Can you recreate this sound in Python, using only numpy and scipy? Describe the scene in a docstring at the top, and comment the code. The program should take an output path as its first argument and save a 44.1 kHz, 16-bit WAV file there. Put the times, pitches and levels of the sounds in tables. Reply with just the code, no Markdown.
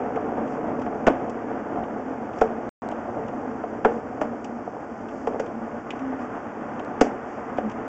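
"""The push cable of an inspection camera is hauled out of a drain pipe and back onto its reel.
It rasps steadily over the pipe's edge and the hollow reel rumbles: noise made of tiny slips, coloured by resonances.
Slaps on the reel, coil bumps and grit ticks are impulses with short noise bursts; groans are wavering sines.
The unit's small, narrow-band microphone overloads lopsidedly; the sound cuts out once and clicks twice."""
import sys
import numpy as np
from scipy import signal
from scipy.fft import rfft, irfft, next_fast_len
from scipy.io import wavfile
from scipy.ndimage import map_coordinates

SR = 44100
rng = np.random.default_rng(int(sys.argv[2]) if len(sys.argv) > 2 else 0)


def store_pcm(level_fs):
    """Save levels as 16-bit WAV."""
    pcm = np.round(np.clip(level_fs, -1, 1) * 32767).astype(np.int16)
    wavfile.write(sys.argv[1], SR, np.atleast_2d(pcm).T)


N = 347498

# The haul, hard at first, then slacker. 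Each row: time in seconds, pull as nominal rub level in dB,
# nominal rasp level in dB.
HAUL = [(0, -30, -40.5), (.62, -30, -40), (.9, -29.5, -42), (1.5, -32.5, -40), (1.85, -30.5, -41.5),
        (2.15, -34, -41.5), (2.55, -32, -41.5), (2.98, -35, -42), (3.18, -30.5, -42), (3.65, -36, -43),
        (3.94, -32.5, -42.5), (4.42, -37, -44.5), (5.15, -37.5, -44.5), (5.4, -33, -43), (5.82, -39, -43),
        (6.0, -35.5, -40), (6.65, -36.5, -41), (7.15, -34, -40), (7.88, -35, -40)]
# Gritty stretches of cable swish over the edge. Each row: middle in seconds, length in seconds, hiss lift in dB.
SWISHES = [(.52, 0.19, 4.5), (2.385, 0.14, 4.5), (3.918, .2, 4), (5.187, .25, 4.5), (5.997, 0.16, 1.5),
           (6.223, .12, 3.5), (7.33, .18, 4)]
# Cable slaps the reel, some in close pairs. Each row: start in seconds, nominal thud level in dB, thud centre in Hz,
# then nominal boom, clack and tick levels in dB relative to the thud.
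SLAPS = [(0.158, -14, 453, -15, -17, -41.5), (0.17, -18, 677, -9, -21, -53),
         (0.322, -17.5, 433, -9, -26, -49), (0.862, -21.5, 715, 1, -12.5, -40),
         (1.067, -8, 520, -4, -5, -27), (1.075, -3, 633, -7, -12, -46), (1.771, -18.5, 695, -7, -34, -49),
         (2.412, -4, 476, -20, -18, -35), (2.416, -8, 760, -19, -23, -49),
         (3.636, -16.5, 650, -28, -23, -51), (3.847, -6, 900, -14, -15, -40),
         (3.852, -3, 500, -16, -17.5, -44.5), (4.213, -11.5, 598, -9, -12.5, -32),
         (5.2705, -10.5, 543, -24, -17, -37), (5.3965, -13, 527, -23, -14, -27.5),
         (7.01, -2, 527, -5.5, -11, -23.5), (7.582, -12.5, 483, -12, -13.5, -40)]
# Coils settle with a dull bump. Each row: start in seconds, nominal level in dB, nominal hum level in relative dB.
BUMPS = [(0.379, -17.5, -3.5), (0.787, -15, -8.5), (1.513, -18, -3.5), (2.436, -18, -7), (2.922, -16, -19),
         (3.055, -21, -16), (3.088, -18, -20), (4.108, -27, -17), (4.675, -17, -25), (4.765, -20, -10),
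         (5.343, -17.5, -12), (5.357, -17, -12), (5.616, -22, -3.5), (5.743, -21.5, -19),
         (5.933, -17.5, -18), (6.126, -19, -18), (6.8, -17.5, -11.5), (7.066, -16.5, -11.5)]
# Grit snaps under the cable. Each row: start in seconds, nominal level in dB, nominal hiss level in relative dB.
TICKS = [(0.477, -43.5, -14), (0.7932, -43, -12), (0.8164, -38, -13.5), (1.2963, -42, -5),
         (1.836, -40, -26), (2.3336, -42, -19.5), (2.3853, -41.5, -6), (2.913, -36.5, -15.5),
         (3.2818, -40, -14), (4.444, -35.5, -7.5), (5.085, -41, -14), (5.4608, -40, -13), (5.905, -23, -22),
         (5.992, -38.5, -17), (6.794, -34.5, -19), (7.572, -39, -17), (7.6962, -38, -12),
         (7.714, -38.5, -13)]
# Sliding cable sets one reel resonance groaning. Each row: start in seconds, length in seconds, pitch in Hz,
# rms level at the height of the swell in dB.
GROANS = [(1.98, 0.21, 262, -34), (3.406, 0.16, 231, -34.5), (4.238, 0.15, 235.7, -33),
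          (4.473, 0.13, 233, -32.5), (5.517, 0.1, 231, -33.5), (5.95, 0.25, 262, -30.5),
          (6.183, 0.1, 251, -34), (7.625, 0.082, 219, -25.5)]
# Reel resonances. Each row: centre in Hz, width in Hz, lift in dB.
REEL_MODES = [(205.6, 22, 6), (231, 15.5, 12), (262, 14, 8.5), (295, 36, 4), (436.4, 49, 9), (476, 32, 4.5),
              (585, 50, 5), (721, 99, 7), (826, 110, 2.5), (1192, 140, 3), (1465, 200, 3)]

# Broad spectra, before the reel's lift. Each row: frequency in Hz, relative density in dB per Hz.
# Rumble of the reel under the haul.
RUMBLE_SPECTRUM = [(20, -24), (45, -13), (80, -7), (130, -3), (185, -6), (215, -2.5), (300, 1.5), (360, 2),
                   (450, -23.5), (900, -59.5)]
# Rub of the cable, also the body of a coil bump.
RUB_SPECTRUM = [(150, -42), (280, -15), (380, -2.5), (520, 2), (780, -1), (950, -4.5), (1250, -19.5),
                (2500, -62.5)]
# Rasp over the pipe's edge.
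RASP_SPECTRUM = [(400, -33), (800, -1.5), (1050, -0.5), (1450, -4), (1900, -9.5), (2600, -19),
                 (3200, -26.5), (3600, -35), (4000, -54), (5000, -74)]
# Thin treble of sliding, slaps and grit.
HISS_SPECTRUM = [(3000, -47.5), (4000, -17), (4500, 2), (5600, 6.5), (6800, 6), (7800, -0.5), (8300, -20)]
# Mid-band clack of a slap.
CLACK_SPECTRUM = [(450, -40), (850, -14), (1100, -0.5), (1500, -0.5), (2100, -3.5), (2900, -10),
                  (3500, -19.5), (4000, -41.5), (5000, -62)]
# Snap of grit.
GRIT_SPECTRUM = [(900, -21), (1800, -14), (2500, -8), (3150, -11.5), (3500, -18.5), (4000, -33),
                 (5000, -45)]
# Low voice of the reel under a slap.
BOOM_SPECTRUM = [(20, -18.5), (50, -22), (90, -16.5), (170, -9.5), (215, -0.5), (290, 11), (350, 8),
                 (450, -15.5), (900, -49)]
# Hum of the reel under a soft bump.
HUM_SPECTRUM = [(60, -32), (160, -27), (205, -4.5), (240, 1), (285, -4.5), (350, -10.5), (600, -45)]
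# Thud hump, centred higher for a harder contact. Each row: multiple of the thud centre, relative density in dB per Hz.
THUD_SHAPE = [(.25, -43), (.6, -16.5), (.82, -4.5), (1, 0.5), (1.25, -7.5), (1.7, -8.5), (2.4, -25),
              (4.5, -57.5)]

# The signal cuts out. One row: from in seconds, to in seconds.
DROPOUT = (2.693, 2.820)
# Thin clicks: one just after the sound returns, and a later electrical one on the microphone line. Each row:
# time in seconds, impulse level in dB before the band limit.
CLICKS = [(2.889, -21.5), (6.849, -28.5)]

RUMBLE_DB, MID_PULL_DB, RUMBLE_DB_PER_PULL_DB = -35, -33.5, .65  # rumble level at a middling pull, and its growth
HISS_DB = -68  # steady: does not follow the haul table
SLAP_RATTLE = 0.54  # scales the frame's rattle after each slap
TOP_HZ = 8317


def amp(db):
    """Decibels to gain."""
    return 10 ** (np.asarray(db) / 20)


def unit(x):
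    """Scale to rms 1."""
    return x / np.sqrt(np.mean(x ** 2) + 1e-20)


def wobble(rate_hz):
    """Smooth random curve through rate_hz knots a second."""
    knots = rng.standard_normal(int(N * rate_hz / SR) + 4)
    return map_coordinates(knots, [np.arange(N) * rate_hz / SR])


def add(track, start_s, sound):
    """Mix a sound in at start_s."""
    part = track[max(round(start_s * SR), 0):][:len(sound)]
    part += sound[:len(part)]


def through_reel(x, spectrum, travel_s=0):
    """Minimum-phase colour, broad spectrum plus reel modes; travel_s is the delay of a 500 Hz bending wave."""
    size = 2 * next_fast_len(len(x) // 2 + 8192)
    hz = np.fft.rfftfreq(size, 1 / SR)
    point_hz, point_db = np.transpose(spectrum)
    db = np.interp(np.log(hz + 1), np.log(point_hz), point_db)
    db -= 20 * np.log(np.maximum(hz / point_hz[-1], 1))  # about 14 dB per octave beyond the last point
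    for centre_hz, width_hz, lift_db in REEL_MODES:
        db += lift_db / (1 + (2 * (hz - centre_hz) / width_hz) ** 2)
    # folding the cepstrum gives a causal response
    cepstrum = irfft(np.log(amp(db)))
    cepstrum[1:size // 2] *= 2
    cepstrum[size // 2 + 1:] = 0
    # bending waves speed up with the root of frequency: the treble arrives first
    lag_rad = 4 * np.pi * travel_s * np.sqrt(500 * hz)
    response = np.exp(rfft(cepstrum) - 1j * lag_rad)
    return irfft(rfft(x, size) * response)[:len(x)]


def friction(spectrum, rate_hz, spread_db, smooth):
    """Tiny slips of random sign and uneven size, rate_hz on average, over a smooth rush; rms 1."""
    slipping = rng.random(N) < rate_hz / SR
    slips = slipping * rng.choice([-1, 1], N) * amp(spread_db * rng.standard_normal(N))
    rush = smooth * rng.standard_normal(N)
    return unit(through_reel(unit(slips) + rush, spectrum))


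def burst(t_s, t60_s, rise_s):
    """Noise that builds over rise_s and decays 60 dB in t60_s; the same energy as a unit impulse."""
    envelope = amp(-60 * t_s / t60_s) * -np.expm1(-t_s / rise_s)
    return unit(rng.standard_normal(len(t_s)) * envelope) / np.sqrt(len(t_s))


def blow(spectrum, travel_s, rise_s, chatter, chatter_t60_s, tail, tail_t60_s):
    """One contact, a short chatter as the cable lies down and a longer frame rattle, at a fixed energy."""
    t_s = np.arange(SR // 2) / SR
    force = (t_s == 0) + chatter * burst(t_s, chatter_t60_s, rise_s)
    force = force + tail * burst(t_s, tail_t60_s, rise_s)
    return unit(through_reel(force, spectrum, travel_s)) * amp(-25.5)


def ticks():
    """Grit gives a thin, quickly damped snap."""
    out = np.zeros(N)
    for start_s, db, hiss_db in TICKS:
        snap = blow(GRIT_SPECTRUM, travel_s=0.001, rise_s=0.00095,
                    chatter=3.2, chatter_t60_s=0.039, tail=1.0, tail_t60_s=0.18)
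        hiss = blow(HISS_SPECTRUM, travel_s=0.00038, rise_s=.001,
                    chatter=2.5, chatter_t60_s=.035, tail=1.2, tail_t60_s=.12)
        add(out, start_s, amp(db - 2.5) * snap)
        add(out, start_s, amp(db + hiss_db + 1.0) * hiss)
    return out


def bumps():
    """Soft contacts between coils: a dull body, and low reel resonances that swell and hum briefly."""
    out = np.zeros(N)
    for start_s, db, hum_db in BUMPS:
        body = blow(RUB_SPECTRUM, travel_s=.002, rise_s=0.0022,
                    chatter=0.98, chatter_t60_s=0.01, tail=0.25, tail_t60_s=0.22)
        hum = blow(HUM_SPECTRUM, travel_s=.001, rise_s=0.013,
                   chatter=0.29, chatter_t60_s=0.057, tail=0.38, tail_t60_s=0.31)
        add(out, start_s, amp(db - 3.5) * body)
        add(out, start_s, amp(db + hum_db + 4.5) * hum)
    return out


def groans():
    """Friction feeds a single resonance, which swells and fades with an unsteady pitch."""
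    out = np.zeros(N)
    for start_s, length_s, pitch_hz, db in GROANS:
        t_s = np.arange(round(length_s * SR)) / SR
        drift = .025 * np.interp(t_s, np.linspace(0, length_s, 8), rng.standard_normal(8))
        phase_rad = 2 * np.pi * np.cumsum(pitch_hz * (1 + drift)) / SR
        swell = np.sin(np.pi * t_s / length_s)
        add(out, start_s, amp(db) * np.sqrt(2) * swell * np.sin(phase_rad))
    return out


def slaps():
    """A slap runs along the stiff cable: tick, then clack, last the reel's thud and boom; the frame rattles on."""
    out = np.zeros(N)
    for start_s, db, thud_hz, boom_db, clack_db, tick_db in SLAPS:
        thud_spectrum = np.multiply(THUD_SHAPE, [thud_hz, 1])
        tick = blow(HISS_SPECTRUM, travel_s=.0003, rise_s=.002,
                    chatter=3.4, chatter_t60_s=0.037, tail=3.2 * SLAP_RATTLE, tail_t60_s=.22)
        clack = blow(CLACK_SPECTRUM, travel_s=0.001437, rise_s=0.0055,
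                     chatter=1.6, chatter_t60_s=.028, tail=1.2 * SLAP_RATTLE, tail_t60_s=0.32)
        thud = blow(thud_spectrum, travel_s=.0035, rise_s=0.0034,
                    chatter=0.71, chatter_t60_s=0.027, tail=SLAP_RATTLE, tail_t60_s=0.3)
        boom = blow(BOOM_SPECTRUM, travel_s=0.001507, rise_s=0.0039,
                    chatter=0.29, chatter_t60_s=0.012, tail=1.4 * SLAP_RATTLE, tail_t60_s=.2)
        add(out, start_s, amp(db + tick_db + 2) * tick)
        add(out, start_s, amp(db + clack_db) * clack)
        add(out, start_s, amp(db + 1) * thud)
        add(out, start_s, amp(db + boom_db + 3.5) * boom)
    return out


def drag():
    """The cable rubs along and the reel rumbles with the pull, whose unevenness sways all layers together."""
    t_s = np.arange(N) / SR
    point_s, rub_points_db, rasp_points_db = np.transpose(HAUL)
    rub_db = np.interp(t_s, point_s, rub_points_db)
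    rasp_db = np.interp(t_s, point_s, rasp_points_db)
    rumble_db = RUMBLE_DB + RUMBLE_DB_PER_PULL_DB * (rub_db - MID_PULL_DB)
    hiss_db = np.full(N, float(HISS_DB))
    for middle_s, length_s, lift_db in SWISHES:
        place = np.clip((t_s - middle_s) / length_s, -.5, .5)
        hiss_db += lift_db * np.cos(np.pi * place) ** 2
    sway = wobble(24)
    rumble = friction(RUMBLE_SPECTRUM, rate_hz=500, spread_db=2, smooth=1.1)
    rub = friction(RUB_SPECTRUM, rate_hz=550, spread_db=2.5, smooth=0.82)
    rasp = friction(RASP_SPECTRUM, rate_hz=1500, spread_db=1.0, smooth=1.0)
    hiss = friction(HISS_SPECTRUM, rate_hz=3800, spread_db=6.0, smooth=1.8)
    out = amp(rumble_db + 0.88 * sway) * rumble
    out += amp(rub_db - 1.0 + 1.1 * sway) * rub
    out += amp(rasp_db + 0.87 + 0.77 * sway) * rasp
    out += amp(hiss_db + .4 * sway) * hiss
    return out


def scene():
    """Everything reaches one microphone."""
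    return (ticks() + bumps() + groans() + slaps() + drag())[None]


def record(dry):
    """Lopsided overload adds a low thump to loud knocks; then the dropout, the clicks and the narrow band."""
    lopsided, thump, thump_hz, ceiling = 0.87, -0.03, 53.5, .94
    # one-sided overload shifts the resting level for as long as the knock lasts
    lowpass = signal.butter(2, thump_hz, fs=SR, output="sos")
    shift = signal.sosfilt(lowpass, dry ** 2)
    bent = np.expm1(lopsided * dry) / lopsided + thump * shift
    bent = np.clip(bent, -ceiling, ceiling)
    t_s = np.arange(N) / SR
    bent = bent * ((t_s < DROPOUT[0]) | (t_s > DROPOUT[1]))
    for click_s, db in CLICKS:
        add(bent[0], click_s, amp([db]))
    size = next_fast_len(N + SR // 2)
    in_band = np.fft.rfftfreq(size, 1 / SR) < TOP_HZ
    return irfft(rfft(bent, size) * in_band, size)[:, :N]


dry = scene()
out = record(dry)
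store_pcm(out)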